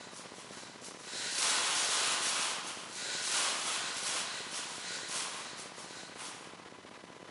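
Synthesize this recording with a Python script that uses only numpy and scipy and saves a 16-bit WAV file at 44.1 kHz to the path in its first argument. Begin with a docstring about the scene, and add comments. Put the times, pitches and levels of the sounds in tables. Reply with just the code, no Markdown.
"""Coins in a reverberant hall

Some way off, coins are swirled in a tin and tossed into collection cups. Each impact excites the
normal modes of the tin, the cup walls or the coins, and reverberation blurs the impacts into bursts.
Close by, electrical interference ticks 16 times a second and buzzes in stutters. It is almost mono."""
import sys
import numpy as np
from scipy import signal
from scipy.fft import rfft, irfft
from scipy.io import wavfile
from scipy.ndimage import uniform_filter1d

SR = 44100
rng = np.random.default_rng(int(sys.argv[2]) if len(sys.argv) > 2 else 0)


def materialize(psi):
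    """Save the field psi as 16-bit PCM at rate SR to the path in sys.argv[1].

    A 1-D psi becomes a single channel; in a 2-D psi each row is a channel.
    """
    bounded = np.clip(np.atleast_2d(psi).T, -1, 1)
    quanta = np.round(bounded * 32767).astype(np.int16)
    wavfile.write(sys.argv[1], SR, quanta)


N = 321930
TIME = np.arange(N) / SR

# normal modes of the vessels: (frequency [Hz], bandwidth [Hz], peak over the contact click [dB])
TIN_MODES = [(937, 200, 6), (1481, 136, 14.5), (1594, 250, 3.5), (1950, 270, 3.5), (3834, 170, 5.5),
             (4100, 280, 8), (4794, 150, 2), (5530, 140, -8), (7140, 2100, 2)]
CUP_MODES = [(668, 106, -2), (862, 175, 2), (1049, 216, 5.5), (1222, 270, 3), (1455, 220, 2.5),
             (2540, 130, -2), (3010, 1200, -0.5), (9780, 660, 2)]
# spectra of the contact clicks: (frequency [Hz], relative spectral level [dB])
TIN_CLICK = [(25, -46), (100, -24), (330, -9), (550, -2), (1200, -9.5), (1700, -0.5), (3200, 0.5),
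             (4600, 1.5), (6300, -2.5), (8000, -5.5), (9600, -7.5), (11000, -17)]
CUP_CLICK = [(25, -50), (70, -23), (140, -18), (250, -8), (450, -1), (800, 1), (1500, 1), (2200, 1),
             (3400, 2.5), (4100, -1), (5500, -2.5), (8000, -4), (9200, -3.5), (11000, -7.5)]
COIN_CLICK = [(25, -60), (200, -25), (1200, -14.5), (2300, -6.5), (3200, -3.5), (3800, -0.5), (4500, 0.5),
              (5900, 2), (8000, -1.5), (11000, -2)]
# swirls of the coins round the tin: (start [s], duration [s], level [dB])
SWIRLS = [(-0.035, 0.038, -47.5), (0.22, 0.081, -60), (0.473, 0.186, -52.7), (1.093, 0.21, -39),
          (1.348, 0.275, -38.5), (1.66, 0.5, -39.5), (2.242, 0.24, -45), (2.965, 0.165, -38.5),
          (3.091, 0.386, -39.5), (3.738, 0.17, -40.0), (4.039, 0.12, -42.5), (4.265, 0.114, -42.5),
          (4.57, 0.069, -45.5), (4.814, 0.13, -39.5), (4.972, 0.052, -44.8), (5.346, 0.16, -48.0),
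          (5.851, 0.14, -48)]
# handfuls tossed into a cup: (start [s], duration [s], coin on coin [dB], coin on cup [dB])
TOSSES = [(0.14, 0.039, -47.0, -52), (0.35, 0.056, -57, -50.5), (0.5, 0.104, -54, -61.7),
          (0.826, 0.03, -43.5, -60.5), (0.983, 0.15, -53.0, -69), (1.125, 0.28, -47.5, -54),
          (1.358, 0.2, -33.5, -33.5), (1.544, 0.13, -44, -35.0), (1.683, 0.23, -35.9, -35.5),
          (1.908, 0.24, -37, -34), (2.216, 0.076, -32.5, -33), (2.328, 0.12, -39, -34.5),
          (2.47, 0.065, -43, -41.9), (2.641, 0.039, -42.6, -42), (2.742, 0.063, -55, -44.5),
          (2.913, 0.3, -48, -55), (3.204, 0.11, -38, -41), (3.297, 0.18, -36.5, -32.5),
          (3.515, 0.16, -41, -41.5), (3.64, 0.111, -41.5, -35.0), (3.806, 0.061, -56, -44.5),
          (3.943, 0.029, -37.5, -41), (4.025, 0.06, -35, -37), (4.115, 0.065, -38, -35),
          (4.268, 0.23, -58, -48.2), (4.524, 0.048, -38.5, -36.5), (4.655, 0.08, -48, -47),
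          (4.732, 0.051, -45, -49), (4.89, 0.11, -50, -50.5), (5.096, 0.116, -38.5, -36.5),
          (5.257, 0.128, -60, -42.5), (5.573, 0.02, -45, -44), (5.766, 0.023, -48, -43.5),
          (5.898, 0.17, -57.7, -66), (6.16, 0.04, -59, -41.5), (6.232, 0.03, -45, -41.5),
          (6.383, 0.048, -63, -51)]
# envelopes of the movements:
# (swell depth [dB], swell time [s], share of duration added to it [1], sag [dB/s], release [dB/s])
SWIRL_SHAPE = (5, 0.09, 0, -1, 135)
JINGLE_SHAPE = (4.6, 0.019, 0.23, 20, 380)
LANDING_SHAPE = (6.9, 0.022, .16, 3.4, 162)
# decay of the hall: (frequency [Hz], reverberation time [s])
HALL_T60 = [(125, 2.2), (500, 1.6), (2000, 1.27), (4000, 1), (10000, 0.26)]
# spectra of the air noise and the buzz's rasp: (frequency [Hz], relative spectral level [dB])
AIR_SPECTRUM = [(25, -22), (50, -37), (90, -4), (180, 1.5), (350, 0), (700, -8), (1500, -19), (4000, -12),
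                (11000, -20.5)]
RASP_SPECTRUM = [(60, -20), (170, -1.5), (400, 1.5), (750, 2), (1100, 4.5), (1400, 0.5), (2000, -1),
                 (3000, -4.5), (5000, -10.5), (8000, -17), (11000, -21.5)]
# partials of the mains hum: (frequency [Hz], level [dB])
MAINS_HUM = [(60, -97), (120, -77.5), (180, -70.5)]
# partials of the whine: (harmonic number [1], level between dips [dB])
WHINE_HARMONICS = [(1, -63.5), (2, -68.5), (3, -70.5), (4, -79), (5, -83), (6, -79), (7, -87)]
# wander of the ticks about their steady beat: (time [s], delay [s])
TICK_DRIFT = [(0, .0034), (.25, 0), (.7, .0002), (1, -.002), (1.25, .0002), (2, -.0003), (2.25, .0034),
              (2.95, .0031), (3.3, .0059), (4.3, .0028), (5.1, .0033), (5.75, 0), (6.6, -.0014),
              (7.3, .0021)]
# faint stereo width: (frequency [Hz], side relative to mid [dB])
STEREO_WIDTH = [(100, -40), (1500, -53.5), (4000, -41.5), (9000, -34.5)]


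def gain(db):
    """Amplitude ratio of a level in decibels."""
    return 10 ** (np.asarray(db) / 20)


def at_level(x, db):
    """Scaling to an rms level."""
    return x * gain(db) / np.sqrt(np.mean(x ** 2))


def at_hz(rows, hz):
    """Interpolation of a table on a logarithmic frequency axis."""
    points, values = np.transpose(rows)
    return np.interp(np.log(hz + 1e-3), np.log(points), values)


def coloured(x, spectrum, size=2048):
    """Minimum-phase filtering: each impulse becomes the most compact causal pulse with this spectrum."""
    cepstrum = irfft(np.log(gain(at_hz(spectrum, np.fft.rfftfreq(size, 1 / SR)))))
    cepstrum[1:size // 2] *= 2
    cepstrum[size // 2 + 1:] = 0
    pulse = irfft(np.exp(rfft(cepstrum)))
    return signal.fftconvolve(x, pulse)[:N]


def noise(spectrum):
    """Filtered Gaussian noise of unit rms."""
    return at_level(coloured(rng.standard_normal(N), spectrum), 0)


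def wander(rate_hz):
    """Slow random modulation with a spread near 1."""
    hold = int(SR / rate_hz)
    steps = np.repeat(rng.standard_normal(N // hold + 1), hold)
    return np.sqrt(2) * uniform_filter1d(steps, hold)[:N]


def low_pass(x, cutoff_hz=11000):
    """An elliptic filter cuts the top octave steeply."""
    return signal.sosfilt(signal.ellip(14, .1, 80, cutoff_hz, fs=SR, output="sos"), x)


def impulses(rate_hz, scatter_db, pool=6000):
    """A random impulse train with exponentially distributed levels: many soft, a few hard."""
    moments = rng.integers(0, N, pool)
    levels_db = scatter_db * np.minimum(rng.exponential(size=pool), 3)
    amplitudes = gain(levels_db) * rng.choice([-1, 1], pool)
    happens = np.arange(pool) < rate_hz * N / SR
    return np.bincount(moments, amplitudes * happens, N)


def struck(hits, click, modes):
    """Modal superposition: each impact clicks and excites each mode as its striking point favours it."""
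    sound = hits.copy()
    moments = np.flatnonzero(hits)
    for hz, width_hz, db in modes:
        drive = np.zeros(N)
        drive[moments] = hits[moments] * rng.standard_normal(N // 50)[:len(moments)]
        resonator = np.concatenate(signal.iirpeak(hz, hz / width_hz, fs=SR))
        sound += gain(db) * signal.sosfilt([resonator, resonator], drive)  # twice, for steep skirts
    return at_level(coloured(sound, click), 0)


def envelope(movements, shape):
    """Incoherent movements add in power; each swells, sags as coins spread and dies as they settle."""
    swell_db, swell_s, swell_share, sag_db_per_s, release_db_per_s = shape
    power = np.zeros(N)
    for start, length, db in movements:
        age = TIME - start
        swell_left = np.maximum(1 - age / (swell_s + swell_share * length), 0)
        fade_db = swell_db * swell_left ** 2 + release_db_per_s * np.maximum(age - length, 0)
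        sag_db = sag_db_per_s * (np.clip(age, 0, length) - length / 2)
        power += gain(db - sag_db - np.minimum(fade_db, 100)) ** 2
    return np.sqrt(power)


def hall(dry, direct_db=-8, early_db=-6, tail_db=-2.0, early_s=0.075, size=49152, bands=8):
    """Reverberation: direct sound, early reflections and a diffuse tail whose treble decays first."""
    t = np.arange(size) / SR
    hz = np.fft.rfftfreq(size, 1 / SR)
    diffuse = rfft(rng.standard_normal(size))
    early_fade = np.exp(-2 * t / early_s) * np.sqrt(4 / early_s / SR)  # unit energy
    response = gain(early_db) * rng.standard_normal(size) * early_fade
    centres = np.geomspace(300, 12000, bands)
    for centre, share in zip(centres, np.eye(bands)):
        decay = np.log(1000) / at_hz(HALL_T60, centre)
        band = irfft(diffuse * np.interp(hz, centres, share))
        response += gain(tail_db) * band * np.exp(-decay * t) * np.sqrt(2 * decay / SR)
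    response[0] += gain(direct_db)
    return signal.fftconvolve(dry, response)[:N]


def vessel(strength, click, modes, rate_hz, scatter_db, spots=4):
    """Incoherent radiation: each struck spot of a wall reaches the listener by its own paths."""
    patters = (struck(impulses(rate_hz / spots, scatter_db), click, modes) for _ in range(spots))
    return sum(hall(strength * patter) for patter in patters) / np.sqrt(spots)


def tin():
    """Impact excitation: dense collisions of swirling coins keep the tin's modes ringing."""
    return vessel(envelope(SWIRLS, SWIRL_SHAPE), TIN_CLICK, TIN_MODES, rate_hz=1800, scatter_db=3.5)


def background(air_db):
    """Stationary sound: broadband air noise and the harmonics of mains hum."""
    hum = sum(np.sqrt(2) * gain(db) * np.sin(2 * np.pi * (hz * TIME + rng.random()))
              for hz, db in MAINS_HUM)
    return hum + gain(air_db) * noise(AIR_SPECTRUM)


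def buzz(pitch_hz, jitter_rad, rasp_db, surge_db, dip_hz, dip_s, depth_db, uneven_db):
    """Amplitude modulation: brief dips chop an electrical whine and its rasp into uneven stutters."""
    # dips fall due at a steady rate but wait for the nearest block edge, so the rhythm limps
    first_due_s, first_edge_s, block_s = .022, .005, .016
    due = np.arange(first_due_s, N / SR, 1 / dip_hz)
    moments = first_edge_s + block_s * np.round((due - first_edge_s) / block_s)
    depth_spread, surge = rng.standard_normal((len(moments) + 1, 2)).T
    depths_db = np.minimum(depth_db + uneven_db * depth_spread[:-1], 0)
    dips = np.bincount((moments * SR).astype(int), depths_db, N)[:N]
    dip_db = signal.fftconvolve(dips, signal.windows.tukey(int(dip_s * SR), .5), "same")
    phase = 2 * np.pi * pitch_hz * TIME + jitter_rad * wander(60)
    whine = sum(np.sqrt(2) * gain(db) * np.sin(harmonic * phase + 2 * np.pi * rng.random())
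                for harmonic, db in WHINE_HARMONICS)
    flutter_db = 2 * np.tanh(wander(70))
    stutter_db = surge_db * surge[np.searchsorted(moments, TIME)]
    rasp = gain(rasp_db + flutter_db + stutter_db) * noise(RASP_SPECTRUM)
    return (whine + rasp) * gain(dip_db)


def ticks(first_s, period_s, peak_db, scatter_db, width_s, lead_s, rebound_s):
    """A current pulse train: each swings up, then further down, and rebounds through the coupling."""
    cycles = (TIME - np.interp(TIME, *np.transpose(TICK_DRIFT)) - first_s) / period_s
    nearest = np.round(cycles).astype(int)
    t = (cycles - nearest) * period_s
    swing = 0.65 * np.exp(-((t + lead_s) / width_s) ** 2) - np.exp(-(t / width_s) ** 2)
    rebound = 0.13 * np.exp(-(2 * (t - rebound_s) / rebound_s) ** 2)
    levels_db = peak_db + scatter_db * rng.standard_normal(nearest.max() + 1)
    return (swing + rebound) * gain(levels_db[nearest])


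def crackle(rate_hz, db, centre_hz):
    """Band-limited impulse noise, heard as stray dull pops among the ticks."""
    band = signal.butter(1, [centre_hz / 2, centre_hz * 2], "band", fs=SR, output="sos")
    return at_level(signal.sosfilt(np.vstack([band, band]), impulses(rate_hz, scatter_db=3.5)), db)


def clinks(rate_hz=240, scatter_db=7.5, low_hz=4450, width_hz=90, ring_db=3.5, count=6):
    """Plate vibration: coins of mixed sizes ring in inharmonic disc modes, soon damped by the heap."""
    disc_ratios = [1, 1.73, 2.33]
    fundamentals = low_hz * 2 ** ((np.arange(count) + rng.random(count)) / count)
    modes = [(min(hz, .45 * SR), width_hz, ring_db) for hz in np.outer(fundamentals, disc_ratios).flat]
    return at_level(low_pass(struck(impulses(rate_hz, scatter_db), COIN_CLICK, modes)), 0)


def coins(shifting_db, uneven_db, shifting_until_s, handfuls=4):
    """Coin-on-coin impacts add in power: loud in a toss, faint while the coins shift in the hand."""
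    tossing = envelope([(start, length, db) for start, length, db, _ in TOSSES], JINGLE_SHAPE)
    shifting = gain(shifting_db + uneven_db * wander(12)) * (TIME < shifting_until_s)
    strength = np.hypot(tossing, shifting)
    return sum(hall(strength * clinks()) for _ in range(handfuls)) / np.sqrt(handfuls)


def cups(fall_s):
    """Impact excitation: after a short fall, each toss rings the modes of a cup's wall."""
    landings = [(start + fall_s, length, db) for start, length, _, db in TOSSES]
    return vessel(envelope(landings, LANDING_SHAPE), CUP_CLICK, CUP_MODES, rate_hz=1200, scatter_db=4)


def heap_damping(x, from_s, full_s, centre_hz, width_hz, full_db):
    """Contact damping: the heap that gathers in the cups weakens the upper ring of their walls."""
    fullness = np.clip((TIME - from_s) / (full_s - from_s), 0, 1)
    ring = signal.lfilter(*signal.iirpeak(centre_hz, centre_hz / width_hz, fs=SR), x)
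    return x - (1 - gain(full_db * fullness)) * ring


def scene():
    """Superposition of the reverberant coin sounds, the close interference and the background."""
    money = tin()
    money += heap_damping(cups(fall_s=0.0051), from_s=4.8, full_s=5.9,
                          centre_hz=3140, width_hz=1500, full_db=-4)
    money += coins(shifting_db=-67, uneven_db=1.5, shifting_until_s=6.35)
    interference = ticks(first_s=.0074, period_s=.062787, peak_db=-38, scatter_db=1.2,
                         width_s=0.00044, lead_s=0.00089, rebound_s=0.0023)
    interference += buzz(pitch_hz=1002, jitter_rad=0.29, rasp_db=-52.5, surge_db=1.2,
                         dip_hz=24, dip_s=0.015, depth_db=-8.0, uneven_db=2)
    interference += crackle(rate_hz=30, db=-63.0, centre_hz=414)
    mid = money + interference + background(air_db=-59.5)
    # a side signal in quadrature: left and right differ only by a slight shift of phase
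    width = gain(at_hz(STEREO_WIDTH, np.fft.rfftfreq(N, 1 / SR)))
    side = irfft(1j * rfft(mid) * width, N)
    return np.array([mid + side, mid - side])


def record(dry):
    """Band limiting thins the deep bass and removes the highest treble."""
    return low_pass(signal.sosfilt(signal.butter(2, 35, "high", fs=SR, output="sos"), dry))


dry = scene()
out = record(dry)
materialize(out)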